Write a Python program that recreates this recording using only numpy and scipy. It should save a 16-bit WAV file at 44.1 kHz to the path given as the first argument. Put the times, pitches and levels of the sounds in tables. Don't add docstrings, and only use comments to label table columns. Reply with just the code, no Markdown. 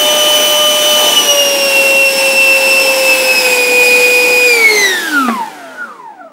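import sys
import numpy as np
from scipy import signal
from scipy.fft import rfft, irfft, next_fast_len
from scipy.io import wavfile
from scipy.ndimage import uniform_filter1d, map_coordinates

SR = 44100
rng = np.random.default_rng(int(sys.argv[2]) if len(sys.argv) > 2 else 0)


def output_pcm(signal):
    pcm = np.clip(np.atleast_2d(signal).T, -1, 1) * 32767
    wavfile.write(sys.argv[1], SR, np.round(pcm).astype(np.int16))


N = 278710
TIME_S = np.arange(N) / SR

# pitch_hz, half_width_hz, gain_db
PATH = [(285, 23, 8.5), (345, 23, -7), (420, 8.9, 2), (438.5, 4.6, -11.5), (494, 8, 1.5), (512, 6, -4),
        (526, 8, 3), (540.7, 8.2, -3), (569, 14, -3), (590.9, 7.85, -17.5), (667, 40, 6.5), (917, 80, 4.5),
        (1430, 90, 5.5), (1536, 29, -10.5), (1670, 150, -6), (1900, 25, -7.5), (1987, 30, 3),
        (2110, 25, -6), (2196, 50, 5), (2514, 7.4, -8.5), (2543, 6.6, -17), (2556, 4.6, -18),
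        (2604, 12, -11.5), (2652, 7, -9), (2670, 3.5, -11.5), (2697, 5, -7), (2704, 2.5, -8),
        (2747, 15, -6.5), (2795, 32, -8.5), (2867, 12, -14), (2921, 19, -14.5), (2956, 6.7, 6),
        (2969, 5, -6.5), (2985, 4.2, -10), (3006, 10, -3), (3380, 160, -13.5), (3840, 110, 2.5),
        (4830, 57, 4.5), (4945, 25, -4), (5126, 25, 7), (5240, 15, -8), (5450, 18, -9.5), (5760, 280, 6),
        (6017, 15, -4.5), (6167, 110, 9.5)]


def amp(db):
    return 10 ** (np.asarray(db) / 20)


def unit(x):
    return x / np.sqrt(np.mean(x ** 2) + 1e-20)


def along(points, hz):
    f, v = np.transpose(points)
    return np.interp(np.log(hz + 1), np.log(f + 1), v)


def wobble(rate):
    knots = rng.standard_normal(int(N * rate / SR) + 4)
    return map_coordinates(knots, [np.arange(N) * rate / SR])


def filtered(x, response):
    m = next_fast_len(N + SR // 2)
    return irfft(rfft(x, m) * response(np.fft.rfftfreq(m, 1 / SR)), m)[..., :N]


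def rush(spectrum, patchy_db):
    z = signal.stft(rng.standard_normal(N + SR // 10), nperseg=512)[2]
    field = rng.standard_normal(z.shape)
    field = uniform_filter1d(uniform_filter1d(field, 6, 0), 12, 1)
    noise = signal.istft(z * amp(patchy_db * unit(field)), nperseg=512)[1][:N]
    return unit(filtered(noise, lambda hz: amp(along(spectrum, hz))))


def by_speed(law, speed_hz):
    top_db, knee_hz, loss_db_per_octave, sharpness = law
    return top_db - loss_db_per_octave * np.log2(1 + (knee_hz / speed_hz) ** sharpness) / sharpness


def on_path(pitch_hz, bumps=PATH):
    grid = np.arange(SR // 4)
    gain_db = sum(db * np.exp(-((grid - hz) / width) ** 2) for hz, width, db in bumps)
    return np.interp(pitch_hz, grid, gain_db)


def tone(angle, speed_hz, k, waver_db, patchy_db=0):
    wave = np.sqrt(2) * np.sin(k * angle + rng.uniform(0, 2 * np.pi))
    strength_db = waver_db * (0.66 * wobble(25) + 0.58 * wobble(70)) + patchy_db * wobble(7)
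    return wave * amp(strength_db) * (k * speed_hz < SR / 2.5)


def fan():
    hz, angle = shaft()
    # top_db, knee_hz, loss_db_per_octave, sharpness
    low_flow = (-24, 442, 9.5, 5)
    jet = (-20.5, 420.5, 14.5, 4)
    gust_db = 1 * wobble(6)
    air_db = by_speed(low_flow, hz) + gust_db
    hiss_db = by_speed(jet, hz) + gust_db

    glide = np.clip(np.abs(np.gradient(hz)) * SR / 250, 0, 1)
    flare_db = 4.5 * glide * wobble(16)

    out = unbalance(angle, hz) + blade_tones(angle, hz, flare_db)
    out += upper_blade_tones(angle, hz, hiss_db + flare_db)
    out += chopped_turbulence(angle, hiss_db)
    out += low_air(air_db) + jet_hiss(hz, hiss_db)
    return out + shaken_stand(angle, hz, air_db) + cogging(angle, hz)


def shaft():
    # time_s, speed_hz
    speed = [(0, 601.9), (1.07, 600.8), (1.2, 589.4), (1.35, 572.2), (1.75, 546.1), (1.8, 545.1),
             (2.02, 545.2), (2.1, 541.3), (2.41, 537.1), (2.59, 536.1), (2.68, 534.6), (2.79, 535.9),
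             (2.96, 530.2), (3.06, 528.5), (3.37, 514), (3.55, 497.7), (3.63, 494.2), (4.46, 494.2),
             (4.65, 443.1), (4.81, 408.0), (5.07, 322.4), (5.21, 268.7), (5.42, 179.7), (5.51, 155.5),
             (5.66, 133.7), (5.84, 117.6), (5.9, 102.3), (6.02, 82.0), (6.11, 69.6), (6.3, 50.4)]
    s, turns_per_s = np.transpose(speed)
    hz = np.interp(TIME_S, s, turns_per_s)
    return hz, 2 * np.pi * np.cumsum(hz) / SR


def unbalance(angle, hz):
    # top_db, knee_hz, loss_db_per_octave, sharpness
    law = (-14, 432, 25.5, 8)
    # pitch_hz, half_width_hz, gain_db
    rocking = [(235, 38, 22.5)]
    level_db = by_speed(law, hz) + on_path(hz) + on_path(hz, rocking)
    return amp(level_db) * tone(angle, hz, 1, waver_db=0.68)


def blade_tones(angle, hz, flare_db):
    # top_db, knee_hz, loss_db_per_octave, sharpness
    blade_pass = (-9, 400.5, 10.5, 5)
    octave = (-23, 350.5, 15.5, 8.5)
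    unload_s, unload_length_s, unload_db = 5.435, 0.03, -13
    blade_db = by_speed(blade_pass, hz) + on_path(5 * hz)
    blade_db += unload_db * np.clip((TIME_S - unload_s) / unload_length_s, 0, 1)
    octave_db = by_speed(octave, hz) + on_path(10 * hz) + flare_db
    out = amp(blade_db) * tone(angle, hz, 5, waver_db=1.5)
    return out + amp(octave_db) * tone(angle, hz, 10, waver_db=3.0)


def upper_blade_tones(angle, hz, level_db):
    # shaft_multiple, level_db (against the hiss level)
    tones = [(15, -8.5), (20, -12.5), (25, -20)]
    sharp_db = 5 * np.log2(hz / hz[0])
    out = np.zeros(N)
    for k, db in tones:
        wave = tone(angle, hz, round(k), waver_db=3.5, patchy_db=3.5)
        out += amp(db + on_path(round(k) * hz)) * wave
    return amp(level_db + sharp_db) * out


def chopped_turbulence(angle, hiss_db):
    # shaft_multiple, half_width (share of shaft speed), level_db (against the hiss level)
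    humps = [(5, .7, 0.5), (10, 1.1, -3.5), (15, 1.2, -7), (20, 0.84, -10), (25, 1.4, -12)]
    turns = angle / (2 * np.pi)
    out = np.zeros(N)
    for k, width, db in humps:
        knots = rng.standard_normal(int(turns[-1] * 4) + 9)
        eddies = map_coordinates(knots, [turns * 2 * np.clip(width, .1, 1.9)])
        out += amp(hiss_db + db) * eddies * np.sqrt(2) * np.sin(round(k) * angle)
    return out


def low_air(air_db):
    # pitch_hz, density_db (per Hz)
    spectrum = [(15, -72), (25, -59.5), (102, -27.5), (228, -4), (364, 0.5), (530, -1.5), (627, -5),
                (879, 2.5), (1230, -11.5), (1400, -6), (2200, -11), (2860, -17), (4840, -120)]
    return amp(air_db + 3.5) * rush(spectrum, patchy_db=1.5)


def jet_hiss(hz, hiss_db):
    # pitch_hz, density_db (per Hz)
    spectrum = [(700, -44), (1300, -12.5), (2200, 1.5), (3600, 1.5), (6000, -3), (9000, -3), (12000, -5),
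                (16000, -11)]
    hiss = rush(spectrum, patchy_db=0.9)
    treble = filtered(hiss, lambda f: np.clip((f - 6500) / 6000, 0, 1))
    dulled = np.clip(.9 - hz / 300, 0, 1)
    return amp(hiss_db + 3.0) * (hiss - dulled * treble)


def shaken_stand(angle, hz, air_db):
    # shaft_multiple, level_db (against the low-air level)
    orders = [(2, -4), (3, -14), (4, -8.5), (6, -8), (7, -26), (9, -15.5), (11, -6.5), (13, -9.5),
              (14, -16.5), (15, -7.5)]
    # pitch_hz, width_hz, gain_db
    modes = [(238.9, 49, 6), (523, 120, -12.5), (1230, 230, 3.5), (1437, 168, 9.5), (1850, 270, 2),
             (2414, 125, 4.5), (3520, 880, 1.5)]
    shaking = np.zeros(N)
    for k, db in orders:
        shaking += amp(db) * tone(angle, hz, round(k), waver_db=2.5, patchy_db=1.5)

    def stand(f):
        total = 0
        for i, (centre, width, db) in enumerate(modes):
            damping = 1j * f * width
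            total = total + (-1) ** i * amp(db) * damping / (centre * centre - f * f + damping)
        return total

    return filtered(amp(air_db) * shaking, stand)


def cogging(angle, hz):
    # start_s, rise_s, teeth_db, octave_db, fade_db_per_s
    course = (5.5, 0.18, -36, -45, -5)
    # pitch_hz, half_width_hz, gain_db
    can = [(1020, 190, 7), (1410, 135, 11.5), (2400, 610, -9)]
    start_s, rise_s, teeth_db, octave_db, fade_db_per_s = course
    since = TIME_S - start_s
    fade_db = fade_db_per_s * since
    twelve_db = teeth_db + fade_db + on_path(12 * hz, PATH + can)
    double_db = octave_db + fade_db + on_path(24 * hz, PATH + can)
    uneven = angle + 0.07 * wobble(90)
    out = amp(twelve_db) * tone(uneven, hz, 12, waver_db=4.0)
    out += amp(double_db) * tone(uneven, hz, 24, waver_db=5.5)
    out *= np.clip(since / rise_s, 0, 1) ** 2
    return out * (1 + 0.24 * np.sin(angle))


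def rattle():
    # start_s, level_db (relative)
    knocks = [(5.281, -10), (5.285, -0.5), (5.289, -3.5), (5.293, -10), (5.298, -6)]
    # pitch_hz, level_db, t60_s
    modes = [(408, 1.5, 0.026), (693, 3, 0.024), (1086, 2, 0.011), (1640, 2.5, 0.015), (2030, -4.5, 0.016),
             (2470, -6, 0.011)]
    out, t = np.zeros(N), np.arange(SR // 10) / SR
    for s, db in knocks:
        ring = np.zeros(len(t))
        for hz, level_db, t60_s in modes:
            ring += amp(level_db + rng.normal(0, 2) - 60 * t / t60_s) * np.sin(2 * np.pi * hz * t)
        crack = 1.6 * amp(-60 * t / 0.0074) * rng.standard_normal(len(t))
        out[round(s * SR):][:len(t)] += amp(db - 7.5) * (ring + crack)
    return filtered(out, lambda f: 1 / (1 + (f / 3200) ** 4) / (1 + (200 / (f + 1)) ** 4))


def room(x):
    # pitch_hz, t60_s
    walls = [(200, 0.42), (2000, 0.42), (10000, 0.41)]
    stirred = map_coordinates(x, [np.arange(N) - 300 + 5 * wobble(12)], mode="mirror")
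    hz, t, z = signal.stft(rng.standard_normal(SR // 2), SR, nperseg=256)
    decay = amp(-60 * t / along(walls, hz)[:, None])
    tail = signal.istft(z * decay, SR, nperseg=256)[1]
    return signal.fftconvolve(stirred, tail / np.linalg.norm(tail))[:N]


def room_tone():
    # pitch_hz, density_db (per Hz)
    spectrum = [(25, -23), (60, -14.5), (100, -2), (300, 8), (1000, 2), (3000, -11), (8000, -24.5),
                (16000, -27.5)]
    return rush(spectrum, patchy_db=1.5)


def scene():
    direct = fan() + rattle()
    quiet = room_tone()
    mono = direct + amp(-11.0) * room(direct) + amp(-51.5) * quiet
    return np.array([mono, mono])


def record(dry):
    # pitch_hz, gain_db
    microphone = [(20, -21.5), (60, -14.5), (120, -5), (200, -0.5), (12000, -0.5), (16000, 2)]
    top_hz = 15725
    held = dry / (1 + np.abs(dry / 1.07) ** 7) ** (1 / 7)
    return filtered(held, lambda hz: amp(along(microphone, hz)) * (hz < top_hz))


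dry = scene()
out = record(dry)
output_pcm(out)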